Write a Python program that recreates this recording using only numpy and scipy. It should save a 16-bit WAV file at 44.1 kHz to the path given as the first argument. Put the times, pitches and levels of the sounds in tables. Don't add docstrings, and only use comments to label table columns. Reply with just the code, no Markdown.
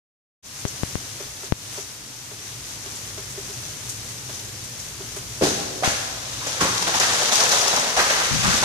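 import sys
import numpy as np
from scipy import signal
from scipy.fft import rfft, irfft, next_fast_len
from scipy.io import wavfile
from scipy.ndimage import map_coordinates

SR = 44100
rng = np.random.default_rng(int(sys.argv[2]) if len(sys.argv) > 2 else 0)


def wav_record(signal):
    frames = np.transpose(np.atleast_2d(signal))
    bounded = np.clip(frames, -1, 1)
    quanta = np.round(bounded * 32767).astype(np.int16)
    wavfile.write(sys.argv[1], SR, quanta)


N = 381024
RIGHT_LEAD_S = 0.0002
FADE_IN_AT_S, BAND_LIMIT_HZ = 0.425, 14850

# (time [s], relative level [dB])
HISS_LEVELS = [(0.5, -46), (0.6, -42.5), (1.46, -42.5), (1.53, -48), (1.73, -42.5), (1.98, -46),
               (2.9, -42.5), (3.9, -42), (5.35, -43)]
# (frequency [Hz], relative density [dB])
HISS_SPECTRUM = [(100, -22), (250, 2), (500, -0.5), (900, 1.5), (2500, 2.5), (5000, 1.5), (9000, 1),
                 (15000, -2)]
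# (time [s], relative level [dB])
DRONE_LEVELS = [(0.5, -47.5), (1.0, -43), (1.6, -48), (2.3, -48), (3.0, -42.5), (4.4, -43), (4.7, -42.5),
                (7.1, -42.5), (7.5, -46.5)]
# (frequency [Hz], relative density [dB])
DRONE_SPECTRUM = [(20, -32), (42, -25), (58, -3), (76, -12.5), (100, -0.5), (125, 0.5), (150, -9),
                  (200, -13), (300, -15.5), (600, -20), (1500, -60)]
# (time [s], level [dB], t60 [s])
AIR_PUFFS = [(7.89, -43, .3), (8.225, -37.5, .25), (8.29, -22, 0.37), (8.425, -22, 0.24),
             (8.465, -26, 0.14), (8.525, -27, .2), (8.607, -20, 0.23)]
# (frequency [Hz], relative density [dB])
TURBULENCE_SPECTRUM = [(20, -25), (60, 0), (110, 6), (200, 3), (290, -7.5), (450, -24), (2000, -81)]
# (time [s], level [dB], pitch [Hz])
ICE_TRICKLES = [(0.676, -37, 6640), (1.797, -39.5, 6000), (2.95, -37, 7500), (3.3, -39, 7500),
                (3.635, -42, 6500), (3.894, -32, 7900), (4.085, -38, 8000), (4.337, -39, 6500),
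                (4.635, -39, 7500), (4.79, -39, 6500), (5.16, -38, 9050)]
# (time [s], relative level [dB], gain of upper modes and rasp [dB])
TRUNK_KNOCKS = [(0.662, -33, -2), (1.208, -31, 3.5), (1.438, -34, 2), (1.782, -29.5, 2.5),
                (2.318, -34.5, 0.5), (2.864, -34.5, 4.5), (3.182, -30, 4), (3.381, -26.5, -3),
                (3.498, -33, -4), (4.299, -40, 13), (5.009, -29.5, -3), (5.169, -30.5, 4.5)]
# (frequency [Hz], relative level [dB], t60 [s], rise time [s])
TRUNK_MODES = [(397, -1, 0.072, 0.0088), (622, -7.5, 0.07, 0.0015), (974, -17, 0.038, 0.00046)]
# (time [s], relative level [dB], pitch [Hz])
ICE_CRACKS = [(3.8924, -15, 7200), (6.47, -16, 7050), (6.5335, -23, 6110), (6.612, -11, 5660),
              (6.778, -7.5, 4020), (6.824, -6, 4080), (6.939, -16, 3180), (6.999, -2.5, 5740),
              (7.329, -7, 6670), (7.3547, -3, 5550), (7.4048, -5, 4800), (7.436, -6.5, 6400),
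              (7.490, -10, 7600), (7.516, -3, 4670), (7.614, -7, 5090), (7.6802, -4.5, 5960),
              (7.762, -5.5, 5600), (7.7948, -8, 6230), (8.101, -9, 3100), (8.576, -13, 5500)]
# (time [s], level [dB], pitch [Hz], t60 [s])
LIMB_FRACTURES = [(5.4112, -17, 490, .035), (5.4203, -13.5, 460, 0.036), (5.435, -12.5, 330, 0.031),
                  (5.468, -17, 434, 0.028), (5.824, -22, 620, 0.026), (5.831, -17, 735, 0.064),
                  (6.464, -30.5, 607, 0.067), (6.621, -17.5, 260, 0.031), (6.607, -21.5, 1080, 0.061),
                  (6.652, -21, 536, 0.043), (7.32, -24, 827, 0.043), (7.974, -17, 760, 0.043),
                  (8.105, -21, 554, 0.047)]
# (time [s], wood level [dB], pitch [Hz], t60 [s], thud level [dB], twig level [dB], ice level [dB])
LIMB_BREAKS = [(5.413, -27, 700, 0.38, -23, -31, -25.5), (5.831, -26.5, 700, 0.4, -37, -24, -26),
               (6.404, -39, 1140, 0.31, -54, -46, -48), (6.462, -36, 620, 0.24, -41, -45, -31.5),
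               (6.603, -23, 1110, 0.34, -25.5, -27, -26), (6.82, -27.5, 900, 0.11, -48, -40, -41),
               (6.868, -26.5, 725, 0.24, -46, -27, -34), (6.938, -25.5, 850, 0.22, -35.5, -27.5, -28),
               (7.005, -33, 1110, 0.37, -42, -24, -27), (7.139, -33, 1450, 0.13, -50, -33, -38),
               (7.319, -22.5, 810, 0.13, -40, -31, -23), (7.406, -23.5, 1070, 0.14, -40, -32, -34),
               (7.52, -30, 794, 0.38, -53, -34, -24.5), (7.668, -29, 750, 0.23, -49, -39, -31),
               (7.722, -28, 850, 0.22, -32, -40, -35), (7.763, -30, 770, 0.23, -41, -30, -36),
               (7.866, -31, 624, 0.1, -44, -44, -32.5), (7.964, -22, 700, 0.32, -35.5, -25, -28),
               (7.988, -27, 1260, 0.26, -44, -20, -27.5), (8.098, -29, 1000, 0.24, -47, -23, -30),
               (8.431, -24.5, 1190, 0.45, -39, -28.5, -36), (8.525, -28, 1250, 0.11, -28, -34, -32),
               (8.621, -22.5, 900, 0.23, -47, -35, -27)]
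# (time [s], rise time [s])
SPRAY_RISE_TIMES = [(5.4, 0.021), (5.83, 0.017), (6.46, 0.0066), (7.3, 0.0035)]
# (frequency [Hz], relative density [dB])
THUD_SPECTRUM = [(30, -25), (70, -7), (140, -6.5), (225, 0), (340, -2.5), (480, -3.5), (1000, -29)]
# (frequency [Hz], relative density [dB])
TWIG_SPECTRUM = [(300, -16), (1100, -5.5), (1600, 1.5), (2600, -3), (9000, -23)]
# (frequency [Hz], relative density [dB])
ICE_SPECTRUM = [(400, -19), (1200, 1), (2400, -1), (3800, 4), (5000, 1), (6500, 0), (8000, -2),
                (10000, -4.5), (12000, -7.5), (15000, -16)]
# (frequency [Hz], relative density [dB])
BOUGH_SPECTRUM = [(30, -40), (70, -36), (150, -5), (280, -6.5), (450, 2.5), (600, 2.5), (800, 3.5),
                  (1200, 3.5), (2000, -2.5), (3200, -32), (8000, -45)]
# (time [s], relative branch level [dB], relative ice level [dB])
CROWN_LEVELS = [(6.2, -41, -31.5), (6.46, -40, -31), (6.61, -30.5, -32.5), (6.8, -38, -29.5),
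                (7.04, -28.5, -26.5), (7.14, -28, -24), (7.3, -29, -25), (7.41, -27.5, -23.5),
                (7.57, -27.5, -23.5), (7.8, -29.5, -27.5), (7.94, -32, -31), (8.17, -28, -27.5),
                (8.37, -37, -26.5), (8.54, -32.5, -24), (8.64, -34.5, -26.5)]
# (time [s], twig level against boughs [dB])
TWIG_BALANCE = [(7.0, -1.5), (7.6, -5.5), (8.4, 5.5)]
# (time [s], depth [dB], half-width [s])
LEVEL_DIPS = [(6.993, 5, 0.005), (7.311, 3.5, 0.01), (7.941, 1.5, 0.023)]
# (frequency [Hz], t60 [s])
REVERBERATION_TIMES = [(100, 1.1), (450, 1.83), (2000, 1.36), (6000, 1.53), (14000, 0.59)]
# (frequency [Hz], coherence [ratio])
COHERENCE = [(130, 0.94), (350, 0.92), (700, 0.42), (1200, 0.06), (2200, 0.065), (6000, 0.024)]
# (frequency [Hz], gain [dB])
LEFT_TONE = [(3000, 1.5), (4200, 3.5), (5000, 7), (6100, 12), (7000, 8.5), (8000, 1.5), (10000, -1.5),
             (12000, -10.5), (14500, -51)]
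# (frequency [Hz], gain [dB])
RIGHT_TONE = [(3000, 2), (4600, 2), (5900, 1.5), (7000, 1.5), (8000, 4.5), (10000, 2.5), (12000, 2.5),
              (14500, -3.5)]
# (time [s], step level [dB])
VOLTAGE_STEPS = [(0.6525, -5.5), (0.834, -4), (0.9551, -6), (1.523, 0.5), (5.8769, -4.5), (6.627, -23)]


def amp(db):
    return 10 ** (np.asarray(db) / 20)


def unit_rms(x):
    return x / np.sqrt(np.mean(x ** 2) + 1e-20)


def at_frequency(points, hz):
    frequencies, values = np.transpose(points)
    return np.interp(np.log(hz + 1), np.log(frequencies + 1), values)


def time_curves(rows):
    times, *columns = np.transpose(rows)
    return [np.interp(np.arange(N) / SR, times, column) for column in columns]


def wobble(rate):
    knots = rng.standard_normal(int(N * rate / SR) + 4)
    return map_coordinates(knots, [np.arange(N) * rate / SR])


def filtered(x, response):
    n = x.shape[-1]
    padded = next_fast_len(n + SR // 4)
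    return irfft(rfft(x, padded) * response(np.fft.rfftfreq(padded, 1 / SR)), padded)[..., :n]


def coloured(x, spectrum):
    return unit_rms(filtered(x, lambda hz: amp(at_frequency(spectrum, hz))))


def resonant(x, centre_hz, width):
    def band_pass(hz):
        loss = 1j * hz * width * centre_hz
        return loss / (centre_hz ** 2 - hz * hz + loss)
    return unit_rms(filtered(x, band_pass))


def add(track, onset, sound):
    part = track[:, round(onset * SR):][:, :sound.shape[-1]]
    part += sound[..., :part.shape[1]]


def diffuse_noise(n, lead_s=0):
    def mid_side_gains(hz):
        angle = np.arccos(np.clip(at_frequency(COHERENCE, hz), -1, 1)) / 2
        return np.array([np.cos(angle), np.sin(angle)])
    mid, side = filtered(rng.standard_normal((2, n)), mid_side_gains)
    pair = np.array([mid + side, mid - side])
    return filtered(pair, lambda hz: np.exp(1j * np.pi * hz * lead_s * np.array([[-1], [1]])))


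def snaps(n, rate, spread_db):
    chance, size, sign, bearing = rng.random(n), *rng.standard_normal((3, n))
    at = np.flatnonzero(chance < rate / SR)
    impulses = np.sign(sign[at]) * amp(spread_db * np.minimum(size[at], 2))
    lag = np.round(RIGHT_LEAD_S * SR * (1 + .6 * bearing[at])).astype(int)
    left = np.bincount((at + lag) % n, impulses, n)
    return unit_rms(np.array([left, np.bincount(at, impulses, n)]))


def shards(rate, pitch_hz, cycles, spread_db):
    when, pitch, strength, side, bearing = rng.random((int(rate * N / SR), 5)).T[..., None]
    t = np.arange(int(2 * np.pi * cycles / pitch_hz * SR)) / SR
    hz = np.minimum(pitch_hz * 2 ** (2 * pitch - 1), BAND_LIMIT_HZ)
    gain = amp(spread_db * np.minimum(-np.log(1 - strength), 4))
    ring = gain * np.sin(2 * np.pi * hz * t) * np.exp(-hz * t / cycles)
    at = (when * N).astype(int) + np.arange(len(t))
    lag = (2 * RIGHT_LEAD_S * SR * bearing).astype(int)
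    pan = side - .5
    channels = [(at + lag, ring * (1 + pan)), (at, ring * (1 - pan))]
    return unit_rms(np.array([np.bincount(i.ravel(), wave.ravel(), N)[:N] for i, wave in channels]))


def swell(t, rise, t60):
    shape = (1 - np.exp(-(t / rise) ** 2)) * amp(-60 * t / t60)
    return shape / shape.max()


def woodland():
    hiss_db, = time_curves(HISS_LEVELS)
    drone_db, = time_curves(DRONE_LEVELS)
    ticks = shards(rate=900, pitch_hz=6470, cycles=1.8, spread_db=2.0)
    hiss_gain = amp(hiss_db + 4.5 + 0.75 * wobble(13))
    hiss = coloured(diffuse_noise(N), HISS_SPECTRUM) + amp(-9.5) * ticks
    drone_gain = amp(drone_db - 1.3 + 0.56 * wobble(3.2))
    drone = coloured(diffuse_noise(N, lead_s=-0.00021), DRONE_SPECTRUM)
    return hiss_gain * hiss + drone_gain * drone


def air_buffets():
    flow, t = np.zeros((1, N)), np.arange(SR // 2) / SR
    for onset, db, t60 in AIR_PUFFS:
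        add(flow, onset, amp(db) * swell(t, rise=0.13 * t60, t60=t60))
    port_gains = flow * amp(0.97 * wobble(25)) * amp([[0], [-14]])
    return port_gains * coloured(rng.standard_normal((2, N)), TURBULENCE_SPECTRUM)


def reverberation(x, segments=16):
    out, step = np.zeros((2, N)), N // segments + 1
    for start in range(0, N, step):
        hz, t, spectra = signal.stft(diffuse_noise(SR, RIGHT_LEAD_S), SR, nperseg=256)
        decay = amp(-60 * t / at_frequency(REVERBERATION_TIMES, hz)[:, None])
        build_up = 1 - np.exp(-t / 0.0069)
        tail = signal.istft(spectra * decay * build_up, SR, nperseg=256)[1]
        tail /= np.linalg.norm(tail[0])
        add(out, start / SR, signal.fftconvolve(x[:, start:start + step], tail, axes=1))
    return out


def ice_trickles():
    out, t = np.zeros((2, N)), np.arange(SR // 4) / SR
    for onset, db, pitch_hz in ICE_TRICKLES:
        patter = resonant(snaps(len(t), rate=2000, spread_db=4), pitch_hz, width=.45)
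        add(out, onset, amp(db) * patter * swell(t, rise=0.0035, t60=0.18))
    return out


def trunk_knocks():
    out, t = np.zeros((2, N)), np.arange(SR // 4) / SR
    for onset, db, upper_db in TRUNK_KNOCKS:
        detunings = 1 + rng.normal(0, 0.028, len(TRUNK_MODES))
        lowest, *upper = [amp(level) * swell(t, rise, t60) * np.sin(2 * np.pi * hz * detune * t)
                          for (hz, level, t60, rise), detune in zip(TRUNK_MODES, detunings)]
        rasp = resonant(diffuse_noise(len(t), RIGHT_LEAD_S), 380, width=4.3)
        rasp *= swell(t, rise=0.0016, t60=0.15)
        knock = lowest + amp(upper_db) * (sum(upper) + amp(-6.5) * rasp)
        add(out, onset - .007, amp(db - 4.0) * knock)
    return out


def ice_cracks():
    out, t = np.zeros((2, N)), np.arange(SR // 20) / SR
    for onset, db, pitch_hz in ICE_CRACKS:
        volley = resonant(snaps(len(t), rate=7000, spread_db=2), pitch_hz, width=.5)
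        add(out, onset, amp(db - 15.5) * volley * swell(t, rise=0.00092, t60=0.036))
    return out


def limb_fractures():
    out, t = np.zeros((2, N)), np.arange(SR // 4) / SR
    for onset, db, pitch_hz, t60 in LIMB_FRACTURES:
        tone = np.sin(2 * np.pi * pitch_hz * (t + np.array([[0], [RIGHT_LEAD_S]])))
        rasp = resonant(diffuse_noise(len(t), RIGHT_LEAD_S), pitch_hz, width=0.72)
        add(out, onset, amp(db) * (tone + amp(-8) * rasp) * swell(t, rise=0.044 * t60, t60=t60))
    return out


def limb_breaks():
    out, t = np.zeros((2, N)), np.arange(SR * 3 // 4) / SR
    for onset, wood_db, pitch_hz, t60, thud_db, twigs_db, ice_db in LIMB_BREAKS:
        ring = resonant(snaps(len(t), rate=1600, spread_db=2.5), pitch_hz, width=0.38)
        fibres = amp(wood_db) * coloured(ring, [(2000, -3.0), (9000, -23.0)])
        thud = amp(thud_db) * coloured(snaps(len(t), rate=1300, spread_db=0.5), THUD_SPECTRUM)
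        twigs = amp(twigs_db) * coloured(snaps(len(t), rate=3400, spread_db=1.0), TWIG_SPECTRUM)
        spray = amp(ice_db) * coloured(snaps(len(t), rate=6000, spread_db=4.0), ICE_SPECTRUM)
        spray_rise = np.interp(onset, *np.transpose(SPRAY_RISE_TIMES))
        add(out, onset, (fibres + thud) * swell(t, rise=0.026 * t60, t60=t60))
        add(out, onset, twigs * swell(t, rise=0.37 * spray_rise, t60=t60))
        add(out, onset, spray * swell(t, rise=spray_rise, t60=0.65))
    return out


def falling_crown():
    branch_db, ice_db = time_curves(CROWN_LEVELS)
    twigs_db, = time_curves(TWIG_BALANCE)
    loosened = np.clip((np.arange(N) / SR - 5.9) / 0.85, 0, 1)
    clumps_db = wobble(70)
    knocking = shards(rate=330, pitch_hz=1000, cycles=4, spread_db=2.2)
    boughs = coloured(snaps(N, rate=1800, spread_db=1.5) + amp(-16.0) * knocking, BOUGH_SPECTRUM)
    twigs = coloured(snaps(N, rate=3000, spread_db=3.5), TWIG_SPECTRUM)
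    branches = unit_rms(boughs + amp(twigs_db) * twigs)
    branches *= amp(branch_db + 0.5 + 0.32 * clumps_db + wobble(30))
    grit = coloured(snaps(N, rate=5500, spread_db=3.5), ICE_SPECTRUM)
    chips = coloured(shards(rate=1600, pitch_hz=4800, cycles=3.5, spread_db=3), ICE_SPECTRUM)
    ice = unit_rms(grit + .5 * chips) * amp(ice_db - 2.0 + clumps_db)
    return loosened * (branches + ice)


def dip_gain():
    t = np.arange(N) / SR
    dips_db = [depth * np.exp(-((t - centre) / width) ** 2) for centre, depth, width in LEVEL_DIPS]
    return amp(-sum(dips_db))


def scene():
    knocks, breaks, fractures = trunk_knocks(), limb_breaks(), limb_fractures()
    fall = falling_crown() + ice_cracks()
    scattered = amp(-14.5) * knocks + amp(-14) * fractures + amp(-4.5) * breaks + amp(-10) * fall
    tree = knocks + breaks + fractures + fall + reverberation(scattered)
    return dip_gain() * tree + ice_trickles() + woodland() + air_buffets()


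def electrical_pops(corner_hz, damping):
    steps = np.zeros(N)
    for onset, db in VOLTAGE_STEPS:
        steps[round(onset * SR)] = amp(db)
    radians_per_sample = 2 * np.pi * corner_hz / SR
    poles = np.exp(radians_per_sample * np.roots([1, 2 * damping, 1]))
    jumps = signal.lfilter([1, -1], np.poly(poles).real, steps)
    return filtered(jumps, lambda hz: 1 / (1 + 1j * hz / 6000) ** 2)


def record(dry):
    heard = filtered(dry, lambda hz: amp([at_frequency(LEFT_TONE, hz), at_frequency(RIGHT_TONE, hz)]))
    self_noise = amp(-56.0) * rng.standard_normal((2, N))
    fade_in = np.clip((np.arange(N) / SR - FADE_IN_AT_S) / 0.036, 0, 1)
    left_pops = np.outer([1, 0], electrical_pops(corner_hz=102, damping=0.57))
    voltage = fade_in * (heard + self_noise) + left_pops
    return filtered(voltage, lambda hz: 1 / (1 + (hz / BAND_LIMIT_HZ) ** 240))


dry = scene()
out = record(dry)
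wav_record(out)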